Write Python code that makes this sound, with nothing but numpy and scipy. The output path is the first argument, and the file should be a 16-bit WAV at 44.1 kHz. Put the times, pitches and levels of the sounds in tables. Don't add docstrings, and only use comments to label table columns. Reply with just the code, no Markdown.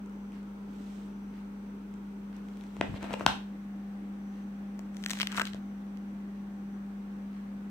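import sys
import numpy as np
from scipy import signal
from scipy.fft import rfft, irfft
from scipy.io import wavfile
from scipy.ndimage import uniform_filter1d

SR = 44100
rng = np.random.default_rng(int(sys.argv[2]) if len(sys.argv) > 2 else 0)


def master(y):
    cut = np.clip(np.atleast_2d(y).T, -1, 1)
    pcm = np.round(cut * 32767)
    wavfile.write(sys.argv[1], SR, pcm.astype(np.int16))


N = 339570

# (frequency [Hz], relative level [dB])
AIR_BASS = [(25, -19.5), (65, -19), (140, -13.5), (175, -5.5), (215, -3)]
AIR_AT_PAGE_EDGE = [(140, -31), (235, -1.5), (305, -4), (352, -15), (396, -5), (420, -10.5), (683, -22.5),
                    (919, -17.5), (1150, -24), (1360, -20.5), (1720, -29), (2320, -30.5), (4000, -39.5),
                    (5200, -53), (8800, -120)]
AIR_OVER_BINDER = [(140, -29), (235, 0), (274, -4.5), (309, -4), (369, -15.5), (401, -7), (425, -20),
                   (502, -13.5), (652, -20.5), (779, -16), (856, -21), (1480, -23.5), (4000, -39),
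                   (5200, -51), (8800, -120)]
AIR_TREBLE = [(5300, -43.5), (5900, -40), (6600, -45.5), (8300, -44.5), (9500, -47.5), (10800, -52.5),
              (13000, -45.5), (14000, -48), (15600, -46)]
# (frequency [Hz], likeness [-1 to 1])
AIR_LIKENESS = [(60, 0.85), (130, 0.99), (290, 0.96), (640, 0.31), (1410, -0.19), (3100, -0.054),
                (6820, -0.097), (15000, 0.01)]
# (frequency [Hz], pan [dB])
AIR_PAN = [(200, 0.5), (380, -1.5), (700, 3), (1300, 1), (4400, -0.5), (11000, 2), (13000, 0.5),
           (14000, -0.5)]
# (time [s], level [dB])
BUZZ_LEVELS = [(2.9, -59.5), (3.6, -61.8)]
# (time [s], level [dB])
HUM_LEVELS = [(3.3, -42), (3.8, -40)]
# (multiple of the mains, level against the main hum [dB], pan [dB])
HUM_TONES = [(2, -36.5, 2.5), (4, 0, 1), (6, -26.5, -5.5), (8, -30, -3), (16, -31.5, -4.5), (18, -35.5, -1),
             (22, -35.5, -1)]
# (frequency [Hz], relative level [dB])
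WHINE_TONES = [(5810, -4), (5910, 0), (6110, -8), (6212, -10), (6315, -7), (6412, -7), (8312, -10)]
# (time [s], boost [dB])
WHINE_BOOSTS = [(1.2, 3.9), (4.4, 7.5)]
# (frequency [Hz], width [Hz], relative level [dB])
CLOCK_MODES = [(1500, 1000, -2.5), (2700, 900, -0.5), (4200, 1700, -8.5)]
SHEET_MODES = [(275, 132, -2.5), (632, 270, -0.5), (912, 377, 4), (1500, 710, 1.5), (2090, 790, 1.5),
               (3154, 460, 4), (3900, 810, 0.5), (5970, 1260, -3), (8020, 1260, -5.5), (11500, 1400, -11.5),
               (14800, 4100, -17.5)]
# (frequency [Hz], time to fade by 60 dB [s])
ROOM_FADE = [(150, 0.7), (600, 0.25), (2000, 0.34), (5000, 0.31), (12000, 0.31)]
# (time [s], gain [dB])
PAGE_ECHO = [(3.5, -5.5), (4.7, -11)]
# (peak time [s], level [dB])
TABLE_SHOVES = [(2.804, -38), (2.9, -34), (2.945, -43), (3.036, -49), (3.115, -43), (3.22, -43.5),
                (3.268, -32.5), (5.23, -57), (5.378, -53), (5.435, -48), (5.548, -46), (5.78, -62)]
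# (time [s], tilt [dB per octave])
BEND_TILT = [(3.5, -0.5), (4.7, 18)]
# (time [s], knock gain [dB])
LIFT_KNOCK = [(3.5, 3), (4.7, -13)]
# (time [s], delay [ms])
RIGHT_DELAY = [(3.3, 0.03), (4.7, .13)]
# (level at depth 0 [dB], slope [dB per dB])
RUB_TONE = [(3.5, 0.56), (0.2, 1.12), (0.47, 0.63)]
SNAP_TONE = [(3.5, 0.8968), (-0.1, 1.1167), (2, 0.47)]
# (start [s], length [s], crackle [dB], depth [dB], treble [dB], pan [dB])
STROKES = [(.58, 0.59, -69, -5, -1.5, -5), (2.3, 0.57, -73, -2, -1.5, 2), (2.71, 0.34, -67, 4, -2.5, 1),
           (2.938, 0.051, -58, -1, -13, 1), (2.993, 0.097, -58, 9.5, -6.5, 3), (3.068, .1, -58, 11, -5, 4),
           (3.161, 0.095, -62.5, 11, 0.5, 3), (4.896, 0.26, -70, -1.5, 4.5, 2),
           (5.053, 0.24, -54, -4, -2, -3), (5.268, 0.11, -58, 8, -4, 2), (5.331, 0.1, -54.5, 7, 4.5, -3),
           (5.427, 0.09, -54, -9, -8, -6), (5.485, 0.12, -66.5, 0, -4, -2)]
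# (time [s], crackle [dB], depth [dB], treble [dB], pan [dB])
BUCKLES = [(0.0603, -71, -2, 11, 5), (0.0955, -69, 3, 6, 1), (0.32, -67, 5, 5, -3), (0.43, -67, 0, 5, 0),
           (1.9393, -62.5, -3, 5, 2), (2.3653, -69, -2, 10, 13), (2.4853, -60, -5, 0, -3),
           (2.571, -60, 0, 3, 4), (2.61, -53, -8, -6, 6), (2.6378, -60, 6, 2, 2), (2.667, -62, -4, -6, -1),
           (2.7662, -55.5, 10.5, -1, 3), (2.9402, -62, 21, -12, 6), (2.9617, -53, 5, -16, 2),
           (3.0282, -49.5, 10, 2.5, 2), (3.0413, -51.5, 13, -1, 4), (3.1066, -53.5, 15.5, -9, 5),
           (3.1307, -45.5, -17, 2, 3), (3.1372, -37, 6, -7.5, 3), (3.1399, -42, 6, -9, 13),
           (3.1956, -51.5, 7, 0, 5), (3.208, -53.5, 22, -14, 2), (3.2145, -55, 6, -7, 6),
           (3.223, -59, 12, -3, 5), (4.9454, -60, 4, 1, 4), (4.9681, -47, -7, 1, 6),
           (5.0271, -53, -7, 0, 7), (5.038, -36, -9, -6.5, 6.5), (5.0467, -49, -8, 2, 1),
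           (5.061, -26.5, -4.5, -4, 2.5), (5.085, -47, -12, 3, 5), (5.0963, -34, -9, -4, 3),
           (5.1054, -34.5, -4, 4.5, 12.5), (5.1092, -29, -8, -4, -3), (5.1134, -33, -12, 0.5, 7),
           (5.133, -33.5, -4, -2, 2), (5.1537, -46, -1, -7, 7), (5.171, -41.5, -2, -13, 6),
           (5.188, -43, -5, 0, 10), (5.1997, -29.5, -4, -6, -6), (5.208, -28, -2.5, -10, 7),
           (5.2139, -20, -16, -14, 6), (5.2181, -39.5, -11, -1, 25), (5.2296, -28, -1.5, -9, -1),
           (5.271, -26.5, -12, -8.5, 6), (5.3183, -36.5, -14, -4.5, 5), (5.3255, -44, 6, 0, 4),
           (5.345, -43, 4, -8, 10), (5.356, -51, 12, -6, 6), (5.3656, -40, -8, 1, -2),
           (5.369, -38, -13, -1, 10), (5.3745, -37.5, -3, -7, 21), (5.379, -39, 14.5, -2, 6),
           (5.3833, -40, 12.5, -5, -8), (5.396, -30, 6.5, -6, 8), (5.3996, -52, 23.5, 4, 10),
           (5.4104, -44, 14, -10, 9), (5.415, -31, 9, -5.5, 0), (5.4178, -32, 4, -1.5, 4),
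           (5.4533, -34, -18, -7.5, 6.5), (5.4686, -39, -15, -7, 11), (5.4727, -45, -3, -7, 22),
           (5.5333, -43.5, -13, -11, 12.5), (5.972, -58.5, -3, -3, -11)]
# (time [s], crackle [dB], knock [dB], body [dB], middle [dB], treble [dB], pan [dB], tilt [dB per octave])
PAGE_SLAPS = [(2.8108, -29, 11.5, 8, 7, -11, 3, -4), (3.2627, -14.5, -4.5, 5.5, -4.5, -8.5, 7, 3),
              (4.7919, -54.5, 11, 8, 7.5, 6, 6.5, 0.5), (5.545, -48.5, 14, 3, -3, -4, 6, -6)]


def gain_of(db):
    return 10 ** (np.asarray(db) / 20)


def panned(pan_db):
    return gain_of([[pan_db / 2], [-pan_db / 2]])


def unit_level(x):
    return x / np.sqrt(np.mean(x ** 2) + 1e-20)


def at_time(table, t):
    return np.interp(t, *np.transpose(table))


def at_pitch(table, hz):
    f, value = np.transpose(table)
    return np.interp(np.log(hz + 1), np.log(f + 1), value)


def drift(fastest_hz, t):
    rates, coarse = np.geomspace(fastest_hz / 20, fastest_hz, 20), np.linspace(0, t[-1], 1000)
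    waves = np.sin(2 * np.pi * (rates[:, None] * coarse + rng.random((20, 1)))) / np.sqrt(rates[:, None])
    return np.interp(t, coarse, unit_level(waves.sum(0)))


def ringing(modes, hz):
    return sum((-1) ** k * gain_of(db) * 1j * hz * abs(width) / (f ** 2 - hz ** 2 + 1j * hz * abs(width))
               for k, (f, width, db) in enumerate(modes))


def air(level_db=-50.5, move_at_s=3.1, move_length_s=.6):
    frames, hz = N // 512 + 5, np.fft.rfftfreq(2048, 1 / SR)
    t = np.arange(frames) * 512 / SR
    a, b, c, d, flicker = rng.standard_normal((frames, 1025, 5)).T
    flicker = unit_level(uniform_filter1d(uniform_filter1d(flicker, 16, 0), 8, 1))
    left, other = a + 1j * b, c + 1j * d
    alike = np.clip(at_pitch(AIR_LIKENESS, hz), -1, 1)[:, None]
    noise = np.array([left, alike * left + np.sqrt(1 - alike ** 2) * other])
    noise /= np.sqrt((1 + alike) / 2)
    noise *= gain_of(at_pitch(AIR_PAN, hz)[:, None] / 2 * np.array([1, -1])[:, None, None])
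    edge_db, binder_db = (at_pitch(AIR_BASS + list(mids)[1:-2] + AIR_TREBLE, hz)[:, None]
                          for mids in (AIR_AT_PAGE_EDGE, AIR_OVER_BINDER))
    moved = np.clip((t - move_at_s) / move_length_s + .5, 0, 1)
    noise *= gain_of(edge_db * (1 - moved) + binder_db * moved + .54 * flicker + .13 * drift(5.5, t))
    return gain_of(level_db) * unit_level(signal.istft(noise, nperseg=2048, noverlap=1536)[1][:, :N])


def motor_hum(mains_hz=50.02):
    t = np.arange(N) / SR
    cycles = np.cumsum(mains_hz * (1 + .000978 * drift(1.493, t))) / SR
    out = gain_of(at_time(BUZZ_LEVELS, t)) * np.sin(2 * np.pi * cycles) * panned(-1)
    for multiple, db, pan_db in HUM_TONES:
        level = gain_of(at_time(HUM_LEVELS, t) + db + .17 * drift(13, t))
        out += level * np.sin(2 * np.pi * (multiple * cycles + rng.random())) * panned(pan_db)
    return np.sqrt(2) * out


def whine(swell_s=.14):
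    t, out = np.arange(N) / SR, np.zeros((2, N))
    level_db = -89 - .28 * t + 2 * drift(2.5, t)
    level_db += sum(db * np.exp(-((t - s) / swell_s) ** 2) for s, db in WHINE_BOOSTS)
    for hz, db in WHINE_TONES:
        cycles = hz * t + .06 * drift(15, t) + rng.random() + [[0], [.2]]
        out += gain_of(level_db + db + 4.1 * drift(25, t)) * np.sin(2 * np.pi * cycles)
    return np.sqrt(2) * out


def clock(first_tick_s=.32, rattle_s=.06, hits_per_s=300):
    since_tick = (np.arange(N) / SR - first_tick_s) % 1
    rattle = rng.standard_normal(N) * (rng.random(N) < hits_per_s / SR) * (since_tick < rattle_s)
    ring = irfft(ringing(CLOCK_MODES, np.fft.rfftfreq(1024, 1 / SR)))
    ticks = signal.oaconvolve(rattle, ring / np.linalg.norm(ring))[:N]
    return np.tile(gain_of(-43.5) * ticks, (2, 1))


def room_echo(sound, build_up_s=.014):
    echoes = np.zeros((2, SR // 2))
    at = np.arange(120, SR // 2 - 10, 10) + rng.integers(0, 10, (2, (SR // 2 - 121) // 10))
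    np.put_along_axis(echoes, at, rng.choice([-1., 1.], at.shape), 1)
    echoes *= np.clip(np.arange(SR // 2) / SR / build_up_s, 0, 1) ** 1.3
    hz, t, spectra = signal.stft(echoes, SR, nperseg=128)
    fade = gain_of(-60 * t / at_pitch(ROOM_FADE, hz)[:, None])
    tail = signal.istft(spectra * fade, SR, nperseg=128)[1]
    return signal.fftconvolve(sound.mean(0)[None], tail / np.linalg.norm(tail[0]), axes=1)[:, :N]


def shoves(rise_s=.027, fall_db_per_s=285):
    low_band = signal.butter(2, [58, 160], "band", fs=SR, output="sos")
    rumble = signal.sosfilt(low_band, rng.standard_normal((2, N)))
    rumble = unit_level(rumble[0] + .17 * rumble * [[1], [-1]])
    t, level = np.arange(N) / SR, np.zeros(N)
    for s, db in TABLE_SHOVES:
        rise = np.clip(1 + (t - s) / rise_s, 0, 1) ** 2
        level += rise * gain_of(db - fall_db_per_s * np.maximum(t - s, 0))
    return rumble * level * panned(2.6)


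def sheet(hz, tilt_db):
    octaves = np.clip(np.log2(hz / 1100 + 1e-9), -.7, .4)
    return ringing(SHEET_MODES, hz) * gain_of(tilt_db * octaves)


def low_bands_db(tone, depth, s):
    at_zero, slope = np.transpose(tone)
    return at_zero + slope * depth + [at_time(LIFT_KNOCK, s), 0, 0]


def mix_bands(spectrum, size, levels_db):
    octaves = np.log2(np.fft.rfftfreq(size, 1 / SR) + 1)
    below = [np.clip((np.log2(hz) - octaves) / .3 + .5, 0, 1)
             for hz in (150, 700, 1700, 2800, 5000, 30000)]
    bands = [irfft(spectrum * (upper - lower), size) for lower, upper in zip(below, below[1:])]
    return sum(gain_of(db) * unit_level(band) for db, band in zip(levels_db, bands))


def finger_rubs(slips_per_s=6000):
    strength = gain_of(3 * np.minimum(rng.exponential(1, (2, N)), 5))
    slips = strength * (rng.random((2, N)) < slips_per_s / SR) * rng.choice([-1, 1], (2, N))
    slips = slips + .11 * slips[::-1]
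    out = np.zeros((2, N))
    for s, length, crackle_db, depth, treble_db, pan_db in STROKES:
        start, size = round(s * SR), 2 * round(length * SR / 2)
        span, hz = slice(start, start + size), np.fft.rfftfreq(size, 1 / SR)
        spectrum = rfft(slips[:, span]) * sheet(hz, at_time(BEND_TILT, s))
        rub = mix_bands(spectrum, size, (*low_bands_db(RUB_TONE, depth, s), 0, treble_db))
        arch = abs(np.sin(np.pi * np.linspace(0, 1, size) ** 1.18)) ** 1.25
        out[:, span] += arch * rub * gain_of(crackle_db) * panned(pan_db)
    return out


def snaps_and_slaps(snap_jagged=.82, slap_jagged=.61, size=1024, lead=128):
    hz, out = np.fft.rfftfreq(size, 1 / SR), np.zeros((2, N + size))
    ms = np.maximum(np.arange(size) - lead, 0) / SR * 1000
    events = [(*slap, slap_jagged) for slap in PAGE_SLAPS]
    for s, crackle_db, depth, treble_db, pan_db in BUCKLES:
        lows_db = low_bands_db(SNAP_TONE, depth, s)
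        events.append((s, crackle_db, *lows_db, treble_db, pan_db, at_time(BEND_TILT, s), snap_jagged))
    for s, crackle_db, knock_db, body_db, middle_db, treble_db, pan_db, tilt_db, jaggedness in events:
        noise = rng.standard_normal((3, size))
        shared, own = noise[0], noise[1:]
        rise_ms = .55 + .32 * gain_of(crackle_db + body_db + 12.5)
        jagged = ms * np.exp(-ms / rise_ms) * (shared + .54 * own)
        click = np.sign(shared[0]) * (np.arange(size) == np.argmin(abs(ms - rise_ms)))
        burst = rfft(jaggedness * jagged / np.linalg.norm(jagged[0]) + click)
        burst[1] *= np.exp(-2j * np.pi * hz * at_time(RIGHT_DELAY, s) / 1000)
        snap = mix_bands(burst * sheet(hz, tilt_db), size, (knock_db, body_db, middle_db, 0, treble_db))
        snap *= np.sqrt(SR / 1000 / size)
        start = round(s * SR) - lead
        out[:, start:start + size] += gain_of(crackle_db) * panned(pan_db) * snap
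    return out[:, :N]


def scene():
    pages, ticks = snaps_and_slaps() + finger_rubs(), clock()
    echo_gain = gain_of(at_time(PAGE_ECHO, np.arange(N) / SR))
    echoes = room_echo(echo_gain * pages + ticks)
    return pages + gain_of(-7) * ticks + echoes + shoves() + motor_hum() + whine() + air()


def record(dry, ceiling=.8, cutoff_hz=15750):
    rounded = ceiling * np.tanh(dry / ceiling)
    low_pass = signal.firwin(511, cutoff_hz, window=("kaiser", 9), fs=SR)
    return signal.oaconvolve(rounded, low_pass[None], "same")


dry = scene()
out = record(dry)
master(out)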